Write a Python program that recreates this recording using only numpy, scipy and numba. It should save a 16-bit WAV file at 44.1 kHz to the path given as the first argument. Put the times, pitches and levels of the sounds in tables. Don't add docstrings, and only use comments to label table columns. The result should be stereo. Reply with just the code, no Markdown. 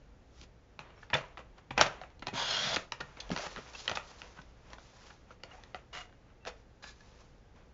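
import sys
import numpy as np
from scipy import signal
from scipy.fft import rfft, irfft
from scipy.io import wavfile
from scipy.ndimage import uniform_filter1d
from numba import njit

SR = 44100
rng = np.random.default_rng(int(sys.argv[2]) if len(sys.argv) > 2 else 0)


def materialize(psi):
    bounded = np.clip(np.atleast_2d(psi).T, -1, 1)
    quanta = np.round(bounded * 32767).astype(np.int16)
    wavfile.write(sys.argv[1], SR, quanta)


def magnitude_from_level(level_db):
    exponent = np.asarray(level_db, float) / 20
    return 10 ** exponent


N = 340893
T_S = np.arange(N) / SR


# (frequency [Hz], level [dB], t60 [s])
RAIL_MODES = [(610, -7, .035), (790, -6, .022), (985, -5, .018), (1240, -4, .016), (1530, -2, .013),
              (1750, -2, .012), (2000, -1, .011), (2300, -1, .01)]
# (frequency [Hz], level [dB], t60 [s])
EDGE_MODES = [(2860, 0, .012), (3310, -1, .011), (3560, -2, .01), (4090, -3, .008), (4700, -3, .007),
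              (5400, -5, .006), (6300, -10, .005)]
# (frequency [Hz], level [dB], t60 [s])
TABLE_MODES = [(93, -2, 0.074), (133, -12.5, 0.34), (173, -1, 0.13), (266, 6.5, 0.025), (380, 0, 0.038)]


def strike(blows, thud_db, rattle_ms, tick, rise):
    size = 4000
    out, t = np.zeros(N + size), np.arange(size) / SR
    rattle_s = rattle_ms / 1000
    for s, db, own_hz, crack_db in blows:
        ragged = rng.standard_normal(size) * np.minimum(t / (rise * rattle_s), 1)
        ragged[0] = tick
        settle = np.exp(-t / 0.02)
        loose = butter(ragged * settle, 1, (600, 4300))

        own = [(own_hz, 8 + 2 * np.log2(own_hz / 1000), 15 / own_hz)]
        rail = RAIL_MODES + (own if own_hz < 2500 else [])
        edges = EDGE_MODES + (own if own_hz >= 2500 else [])
        body_contact = ragged * (np.exp(-t / rattle_s) + magnitude_from_level(-21.5) * settle)
        edge_contact = ragged * (np.exp(-t / (0.7 * rattle_s)) + magnitude_from_level(-31.5) * settle)
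        body = ring(rail, body_contact, (560, 2900), snap=5, scatter_db=1.5)
        crack = ring(edges, edge_contact, (2600, 5900), snap=6, scatter_db=1)
        thud = ring(TABLE_MODES, np.hanning(60), (50, 500), snap=0, scatter_db=5)

        hit = body + magnitude_from_level(-15.5) * loose - magnitude_from_level(crack_db) * crack + magnitude_from_level(thud_db) * thud
        i = int((s + 0.0006) * SR)
        out[i:i + size] += magnitude_from_level(db) * hit
    return out[:N]


def ring(modes, contact, band_hz, snap, scatter_db, detune=0.063):
    t = np.arange(4000) / SR
    hz, db, t60_s = np.transpose(modes)[:, :, None]
    pitch_spot, level_spot = rng.standard_normal((2, len(modes), 1))
    tones = np.sin(2 * np.pi * hz * (1 + detune * pitch_spot) * t) * decay(t, t60_s)
    sense = (-1.) ** np.arange(len(modes))[:, None]
    tones = np.sum(sense * magnitude_from_level(db + scatter_db * level_spot) * tones, axis=0)
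    tones[0] = snap * np.sqrt(np.sum(tones ** 2))
    y = butter(signal.fftconvolve(tones, contact)[:len(t)], 3, band_hz)
    return y / np.max(np.abs(y))


# (time [s], body peak [dB], own ring [Hz], crack re body [dB])
SLAMS = [
    (1.1309, -16.5, 800, -30),
    (1.138, -17.5, 3330, -8),
    (1.148, -21.5, 590, -23),
    (1.7761, -16, 1430, -8),
    (1.792, -20, 899, -19.5),
    (1.821, -20, 1480, -7),
]


def slams():
    return strike(SLAMS, thud_db=-18.5, rattle_ms=4, tick=0.6, rise=0.6)


# (time [s], body peak [dB], own ring [Hz], crack re body [dB])
STOPS = [
    (1.8105, -7, 1900, 0.95),
    (2.7595, -22, 693, 1),
]


def stops():
    return strike(STOPS, thud_db=-22.5, rattle_ms=2.9, tick=1.4, rise=0.31)


# (time [s], body peak [dB], own ring [Hz], crack re body [dB])
CLICKS = [(0.791, -31, 1300, -9.5), (1.372, -35.5, 1270, -17), (1.378, -36, 844, -23),
          (1.391, -38.5, 580, -32), (2.014, -35, 750, -10.5), (2.102, -52.5, 950, -4),
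          (2.269, -25.5, 810, 0), (3.375, -27, 750, -1), (3.561, -32.5, 2126, -6.5), (3.57, -33, 2040, -24),
          (3.578, -35, 1380, -17), (3.886, -33, 1366, -15), (4.217, -36, 1090, -1),
          (4.703, -48.5, 900, 0.5), (4.732, -36, 1200, -4), (4.783, -42.5, 1540, -12),
          (5.435, -36, 2790, 3), (5.512, -49, 2830, -17), (5.636, -45.5, 1870, 5.5),
          (5.745, -29.5, 770, -13), (5.788, -45.5, 735, -26), (6.126, -50.5, 764, -14.5),
          (6.451, -37.5, 760, -5), (6.462, -37.5, 750, -15)]


def clicks():
    return strike(CLICKS, thud_db=-18, rattle_ms=1, tick=3.1, rise=0.6)


# (time [s], body peak [dB], own ring [Hz], crack re body [dB])
KNOCKS = [(1.1, -34.5, 1000, -12), (0.977, -49, 778, -21), (1.03, -41.5, 1740, -26), (1.859, -29, 590, -10),
          (2.034, -37.5, 901, -25), (2.765, -21.5, 870, -11), (3.3615, -26.5, 1650, -1.5),
          (3.75, -41.5, 2420, 2), (3.894, -26.5, 1373, -1), (3.913, -24.5, 1446, -10),
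          (5.305, -44, 1430, -29), (5.544, -53.5, 746, -28), (5.928, -56, 1650, -13),
          (5.95, -35.5, 2010, -4), (6.469, -34.5, 762.4, -6), (6.839, -38.5, 1725, -9),
          (7.006, -58, 1720, 7)]


def knocks():
    return strike(KNOCKS, thud_db=-19, rattle_ms=3.1, tick=0.25, rise=0.33)


# (time [s], body peak [dB], own ring [Hz], crack re body [dB])
SNAPS = [
    (2.9205, -26.5, 3680, 2.5),
    (3.8775, -24.5, 3030, 0.5),
    (3.9715, -22.5, 1470, -8),
]


def snaps():
    return strike(SNAPS, thud_db=-26, rattle_ms=1.3, tick=3.1, rise=0.5)


# (time [s], body peak [dB], own ring [Hz], crack re body [dB])
SCUFFS = [(3.003, -29.5, 1800, -8), (5.1, -44.5, 1600, -7), (3.732, -48.5, 2000, 2), (3.2, -48, 1900, 18),
          (3.853, -45, 1700, -1), (3.951, -34.5, 3360, 4.5), (1.803, -22.5, 940, -4.5),
          (1.862, -30, 790, -4), (3.581, -40.5, 617, -12), (3.382, -39, 1600, 3), (1.165, -35.5, 620, -0.5),
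          (1.205, -39, 1300, -14), (1.4, -46, 1200, -20), (1.2, -53, 1400, -4), (2.4, -52.5, 1300, -12.5),
          (2.262, -44, 790, -7), (1.178, -37, 890, -12), (3, -36.5, 600, -14), (3.4, -39, 900, -6)]


def scuffs():
    return strike(SCUFFS, thud_db=-15, rattle_ms=5.4, tick=0.064, rise=1.1)


# (time [s], body peak [dB], own ring [Hz], crack re body [dB])
BUMPS = [(0.901, -50, 780, -29), (1.579, -53.5, 824, -2), (1.705, -30, 1300, -14.5),
          (2.221, -34.5, 740, -11), (2.28, -33, 820, -6.5), (3.168, -43, 780, -12), (3.463, -36, 620, -15),
         (4.196, -57, 1096, -14), (4.365, -52.5, 1300, -22), (4.386, -40.5, 1550, -22),
         (4.414, -53, 1690, 3), (5.399, -58, 611, -11), (6.3, -56.5, 630, -13.5), (7.202, -61.5, 1030, -9)]


def bumps():
    return strike(BUMPS, thud_db=-9.5, rattle_ms=5.1, tick=0.2, rise=0.5)


# (time [s], body peak [dB], own ring [Hz], crack re body [dB])
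TAPS = [
    (0.412, -53.5, 526, 11),
    (0.435, -50, 675, -12),
    (2.193, -55, 776, 5.5),
    (3.292, -45.5, 657, 3),
    (3.304, -38.5, 593, -2),
    (3.314, -29, 610, -4),
]


def taps():
    return strike(TAPS, thud_db=-1.6, rattle_ms=1.5, tick=0.72, rise=1)


# (time [s], peak [dB], frequency [Hz], t60 [s], length of touch [ms])
RINGS = [(1.138, -25, 3500, 0.028, 3.5), (1.15, -33.5, 618, 0.093, 2.3), (1.236, -46.5, 977, .05, 8),
         (1.812, -22.5, 616, 0.052, 1.5), (1.853, -36, 702, .04, 3.2), (2.92, -33.5, 3900, 0.014, 1.2),
         (3.007, -35, 1450, 0.022, 3.4), (3.303, -29, 654, 0.018, 1.7), (3.394, -36, 650, 0.015, 2.5),
         (3.502, -53, 4300, .03, 6.2), (3.749, -39, 2670, 0.023, 2.8), (3.879, -18.5, 3115, 0.007, 0.63),
         (5.307, -49, 1410, 0.023, 3.1), (5.432, -46, 2900, 0.042, 1.5), (5.45, -52, 680, 0.036, 3.4),
         (5.512, -48.5, 2850, 0.031, 2.3), (5.512, -56, 1300, .04, 3.8), (5.53, -53.5, 744, 0.067, 14),
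         (5.575, -54, 877, 0.047, 11), (5.745, -39.5, 738, 0.058, 1), (5.746, -43.5, 2010, 0.05, 1.3),
         (3.311, -35, 182, 0.057, 5.3), (3.317, -38, 395, .03, 5), (3.329, -40, 254, 0.046, 4),
         (3.574, -43.5, 243, 0.043, 6), (3.586, -44.5, 443, 0.026, 3.9), (3.912, -41, 336, 0.026, 5.4),
         (6.406, -65, 2690, 0.087, 44), (0.961, -67.5, 5500, .02, 77), (6.05, -63.5, 2850, 0.092, 39),
         (2.765, -41.5, 294, 0.069, 3.9), (2.764, -52, 100, 0.094, 5.6), (1.134, -39.5, 142, 0.16, 5.2),
         (1.028, -45, 1730, 0.029, 2.7), (4.382, -45.5, 1510, 0.053, 3.9), (5.959, -57, 2850, 0.19, 37),
         (5.96, -50, 727, 0.08, 34), (6.84, -55, 1720, 0.14, 29), (7.004, -58, 1700, 0.063, 4.6)]


def rings():
    size = 8000
    out, t = np.zeros(N + size), np.arange(size) / SR
    for s, db, hz, t60_s, touch_ms in RINGS:
        tone = np.sin(2 * np.pi * hz * t)
        rough = 1 + 1.2 * unit(uniform_filter1d(rng.standard_normal(size), 120))
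        touch = rough * np.exp(-t / (touch_ms / 1000)) * tone
        y = signal.fftconvolve(touch, tone * decay(t, t60_s))[:size]
        i = int(s * SR)
        out[i:i + size] += magnitude_from_level(db) * y / np.max(np.abs(y))
    return out[:N]


# (time [s], level [dB], blade hiss re level [dB])
SLIDE = [(2.33, -45, -11), (2.362, -39.5, -1), (2.416, -36.5, 1), (2.45, -43, 4.5), (2.514, -38.5, 4.5),
         (2.534, -39, 5.5), (2.734, -38, 0), (2.757, -31, 3)]
# (frequency [Hz], width [Hz], level [dB], time at liveliest spot [s], reach [s])
TRACK_MODES = [(680, 150, 9.7, 2.74, 0.17), (956, 220, 16.3, 2.4, 0.053), (1470, 440, 12.2, 2.64, 0.4),
               (635, 120, 6.7, 2.44, 0.099), (1300, 1200, 5, 2.55, .5), (1960, 460, 4.1, 2.68, 0.061)]
# (frequency [Hz], width [Hz], level [dB], time at liveliest spot [s], reach [s])
BLADE_MODES = [(2900, 200, 11.5, 2.54, .08), (3360, 480, 11.5, 2.42, 0.039), (3190, 190, 14.5, 2.56, 0.069),
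               (3450, 200, 11, 2.73, 0.051), (4160, 340, 13.5, 2.56, 0.081), (4800, 320, 11, 2.39, .06),
               (5130, 300, 6.5, 2.52, 0.033), (5660, 480, 10, 2.65, .07), (4800, 300, 14.5, 2.73, 0.048),
               (6460, 400, 4.5, 2.5, 0.4), (2440, 350, 5, 2.39, 0.043), (2250, 440, 7, 2.7, 0.044),
               (3900, 240, 1, 2.66, 0.039)]


def slide():
    gain, hiss_db = curve(SLIDE)
    chatter = magnitude_from_level(1.1 * walk(120))
    slips, edge, bare = (grit(1.9) * chatter for _ in range(3))

    def lively_db(s, reach_s):
        return -11 * np.minimum(((T_S - s) / reach_s) ** 2, 1)

    track = 0
    for hz, width, db, s, reach_s in TRACK_MODES:
        level = magnitude_from_level(db + lively_db(s, 1.53 * reach_s) + 2.4 * walk(25))
        track = track + level * unit(band(slips, hz, width))

    blade, sense = 0, 1
    for hz, width, db, s, reach_s in BLADE_MODES:
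        level = magnitude_from_level(db + lively_db(s, 1.8 * reach_s) + 2.5 * walk(40))
        climbing_hz = hz * (1 + 0.13 * np.clip(T_S - s, -0.2, 0.2))
        mode = band(band(edge, hz, 3 * width), climbing_hz, width)
        blade = blade + sense * level * unit(mode)
        sense = -sense
    scrape = unit(band(bare, 3500, 3600))
    blade = butter(even(blade) + magnitude_from_level(-5) * scrape, 2, (1900, 6300))

    rumble = unit(band(band(slips, 160, 270), 220, 400)) * magnitude_from_level(-54 + 2.6 * walk(13))
    return gain * (even(track) + magnitude_from_level(hiss_db) * even(blade)) + (gain > 0) * rumble


# (frequency [Hz], level [dB per Hz])
CARD_SPECTRUM = [(180, -36.0), (300, 4.5), (546, 2.0), (722, -4.0), (1600, -10), (1760, -10.0),
                 (3420, -5.0), (6060, -7.5), (7200, -12.5), (9360, -42), (15800, -120)][:-2]
# (peak time [s], rustle [dB], 20 dB rise [s], 20 dB fall [s], hiss re rustle [dB])
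BRUSH = [(.438, -62, .14, .02, 7), (1.035, -68, 0.12, 0.04, 4), (1.584, -60, 0.0265, 0.05, -5),
         (3.178, -60, -0.0041, -0.17, -7.5), (3.28, -64, .11, .021, -1), (3.471, -44, 0.0715, -0.0024, -3),
         (3.52, -58, 0.05, 0.04, 2), (3.754, -55, 0.02, 0.0127, 2), (3.8, -59, .06, .06, 14),
         (3.43, -52, .1, .06, 5), (3.68, -62, .03, .04, -2), (3.86, -60, .06, .03, 6),
         (3.92, -47, 0.04, 0.03, -5), (3.962, -46, 0.0158, 0.0074, 5), (4.106, -65, 0.12, 0.1, 10),
         (4.2, -60, 0.04, 0.0383, 3), (4.74, -55, 0.0979, 0.0034, -5), (4.85, -69, 0.2642, 0.32, 5.5),
         (5.064, -61.5, 0.2, 0.16, 4), (5.316, -60.5, 0.05, 0.04, -3), (5.52, -63, 0.0424, 0.36, 1),
         (6.31, -69.5, 0.15, 0.08, -11), (6.58, -68, 0.0841, 0.0671, 1.5), (7.02, -70.5, 0.27, 0.44, 5),
         (7.21, -68.5, 0.214, 0.15, 2.5), (7.56, -64, 0.0143, 0.16, -4)]
# (time [s], rustle [dB], 20 dB fall [s], hiss re rustle [dB])
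SETTLE = [(0.808, -56, 0.11, -6.5), (0.85, -66.5, 1.24, -12), (1.17, -48, 0.15, -4.5),
          (1.785, -34.5, 0.18, -6.5), (2.792, -51.5, -0.09, 2.5), (2.94, -63.5, -2.2, -0.5),
          (3.04, -68, -0.76, -7), (3.324, -48.5, -0.08, 4), (3.384, -57, 0.57, 4.5), (3.6, -61, 0.23, -6),
          (3.988, -57.5, -0.2, -7), (4.239, -60, 0.27, 1.5), (4.373, -54, 0.03, -6), (5.46, -63, 0.32, -11),
          (6.099, -63, 0, -12), (6.477, -37.5, 0.03, -2.5)]


def brush():
    fibres = colour(grit(2.2), CARD_SPECTRUM)
    rustle = unit(band(band(fibres, 1500, 1900), 1200, 1900)) * magnitude_from_level(1.1 * walk(90))
    hiss = unit(butter(fibres, 4, 2400, "high")) * magnitude_from_level(0.9 * walk(110))
    out = np.zeros(N)
    for s, db, rise_s, fall_s, hiss_db in BRUSH:
        out += swell(s, db, rise_s, fall_s) * (rustle + magnitude_from_level(hiss_db) * hiss)
    for s, db, fall_s, hiss_db in SETTLE:
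        out += swell(s, db, 0.017, fall_s) * (rustle + magnitude_from_level(hiss_db) * hiss)
    return out


# (time [s], level [dB], 20 dB rise [s], hold [s], 20 dB fall [s])
DRAGS = [
    (5.93, -48, .004, .065, .06),
    (6.826, -59, .004, .075, .04),
]
# (frequency [Hz], width [Hz], level [dB])
DRAG_MODES = [
    [(727, 14, 4.5), (1285, 390, 13), (2010, 220, 12), (2850, 10.4, 13.5), (3500, 36.8, -9),
     (3910, 30, -35), (4920, 78, -36), (6160, 45, -31)],
    [(1200, 50, -16), (1680, 64, 1), (2100, 39, -15), (2390, 27, -7), (3500, 74, -6), (3960, 120, -1),
     (4880, 88, -6), (6350, 71, -18)],
]
DRAG_GRAIN = [0.52, 1.46]


def drag():
    out = 0
    for (s, db, rise_s, hold_s, fall_s), modes, grain in zip(DRAGS, DRAG_MODES, DRAG_GRAIN):
        slips = grit(3.6) * magnitude_from_level(1.43 * walk(70))
        push = swell(s, db, rise_s, fall_s, hold_s) * slips

        def heard(hz, width):
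            return band(push, hz, width) / np.std(band(slips, hz, width))

        sung = sum(magnitude_from_level(mode_db) * heard(hz, width + 15) for hz, width, mode_db in modes)
        total = np.sqrt(np.sum(magnitude_from_level(np.array(modes)[:, 2]) ** 2))
        out = out + sung / total + grain * heard(1800, 6100)
    return out


# (time [s], peak [dB], frequency [Hz])
LEANS = [(0.098, -53, 48.3), (.42, -55, 59), (1.8, -51, 32.8), (2.25, -57.5, 40), (2.999, -65.5, 46.5),
         (3.301, -48, 46.3), (3.568, -55, 38), (4.72, -61, 50.8), (6.878, -58.5, 57.8)]


def leans():
    half = SR // 2
    out, t = np.zeros(N + SR), np.arange(-half, half) / SR
    for s, db, hz in LEANS:
        i = int(s * SR)
        out[i:i + len(t)] += magnitude_from_level(db) * np.sin(2 * np.pi * hz * t) * np.exp(-(hz * t / 2.5) ** 2)
    return out[half:half + N]


# (frequency [Hz], t60 [s], level re direct [dB])
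ROOM = [(153.8, 0.28, -16), (460, 0.28, -14), (1200, 0.22, -19), (2730, 0.2, -21), (5000, 0.082, -19)]


def room(x):
    t = np.arange(SR // 2) / SR
    shared, tails = rng.standard_normal(len(t)), np.zeros((2, len(t)))
    for hz, t60_s, db in ROOM:
        for tail in tails:
            noise = shared + min((hz / 720) ** 2, 4) * rng.standard_normal(len(t))
            onset = np.clip(t / 0.004 - 1, 0, 1)
            part = band(noise, hz, hz) * decay(t, t60_s) * onset
            tail += magnitude_from_level(db) * part / np.sqrt(np.sum(part ** 2)) * np.sqrt(hz / 8000)
    return signal.fftconvolve(x[None], 1.88 * tails, axes=1)[:, :N]


# (frequency [Hz], level [dB per Hz])
AIR_SPECTRUM = [(13, -30.5), (22, 4.0), (64, -1.0), (294, -12), (403, -13.5), (489, -11.0), (638, -17.0),
                (875, -17.5), (987, -22.5), (1600, -24.0), (4230, -34.0), (5790, -35.0), (7200, -38.0),
                (9360, -69), (15800, -120)][:-2]
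# (frequency [Hz], rms [dB])
HUM = [(59.3, -64), (118, -71.5), (180, -88.5)]


def air():
    mid, side = (colour(rng.standard_normal(N), AIR_SPECTRUM) for _ in range(2))
    side = colour(side, [(30, -6.5), (300, -5), (600, -6.5), (2000, 2)])
    out = unit(mid + side * np.array([[1.15], [-0.85]]))
    out = out * magnitude_from_level(-58 + np.array([[-0.9], [0.7]]) + 0.36 * walk(5.7))
    phase = np.array([[0.75], [-0.75]])
    for hz, db in HUM:
        out = out + np.sqrt(2) * magnitude_from_level(db + 2 * walk(18)) * np.sin(2 * np.pi * hz * T_S + phase)
    return out


def unit(x):
    return x / np.sqrt(np.mean(x ** 2))


def even(x):
    return x / np.sqrt(uniform_filter1d(x ** 2, 1500) + 1e-12)


def decay(t, t60_s):
    return np.exp(-np.log(1000) * t / t60_s)


def butter(x, order, hz, kind="band"):
    return signal.sosfilt(signal.butter(order, hz, kind, fs=SR, output="sos"), x)


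def curve(rows):
    s, *cols = np.transpose(rows)
    level_db, *others = [np.interp(T_S, s, c) for c in cols]
    fade = np.clip(np.minimum(T_S - s[0], s[-1] - T_S) / 0.01, 0, 1)
    return [magnitude_from_level(level_db) * fade] + others


def swell(s, db, rise_s, fall_s, hold_s=0.):
    t = np.arange(0, N, 16) / SR - s
    slope = np.minimum(t / abs(rise_s), (hold_s - t) / abs(fall_s))
    return np.repeat(magnitude_from_level(db + 20 * np.minimum(slope, 0)), 16)[:N]


@njit
def svf(x, hz, width):
    y, b, l, g, k = np.empty(len(x)), 0., 0., 0., 0.
    for i in range(len(x)):
        if i % 16 == 0:
            g, k = np.tan(np.pi * hz[i] / SR), width / hz[i]
        v = (b + g * (x[i] - l)) / (1 + g * (g + k))
        b, l, y[i] = 2 * v - b, l + 2 * g * v, k * v
    return y


def band(x, hz, width):
    return svf(x, np.clip(hz + np.zeros(len(x)), 20, 0.45 * SR), 1. * width)


def walk(rate_hz):
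    k = int(SR / rate_hz)
    held = np.repeat(rng.standard_normal(N // k + 1), k)
    return 1.3 * uniform_filter1d(uniform_filter1d(held, k), k)[:N]


def colour(x, points):
    hz = np.maximum(np.fft.rfftfreq(N, 1 / SR), 1)
    point_hz, point_db = np.transpose(points)
    return irfft(rfft(x) * magnitude_from_level(np.interp(np.log(hz), np.log(point_hz), point_db)), N)


def grit(spread_db):
    size = np.minimum(rng.exponential(size=N // 16 + 1), 4)
    return unit(rng.standard_normal(N) * magnitude_from_level(spread_db * np.repeat(size, 16)[:N]))


def ports(work):
    left = colour(work, [(200, 0.5), (700, 0), (1200, -3), (2500, -7.5), (7000, -2.9)])
    right = np.roll(work, 1)
    n = np.arange(1500)
    bend = rng.standard_normal(len(n)) * np.exp(-n / SR / 0.01)
    bend = butter(bend / np.sqrt(np.sum(bend ** 2)), 2, 900, "high")
    side = magnitude_from_level(-11.5) * signal.fftconvolve(work, bend)[:N]
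    return magnitude_from_level(2) * np.array([left + side, right - side])


def scene():
    work = slams() + stops() + clicks() + knocks() + snaps() + scuffs() + bumps() + taps()
    work = work + slide() + brush() + drag() + leans()
    return ports(work + rings()) + room(work) + air()


def band_limit(x):
    return signal.sosfilt(signal.butter(12, 8020, fs=SR, output="sos"), x)


def record(dry):
    ceiling, top_hz = 0.95, 8117
    rounded = ceiling * np.tanh(dry / ceiling)
    mix = signal.sosfilt(signal.cheby2(14, 60, top_hz, fs=SR, output="sos"), rounded)
    return band_limit(mix)


dry = scene()
out = record(dry)
materialize(out)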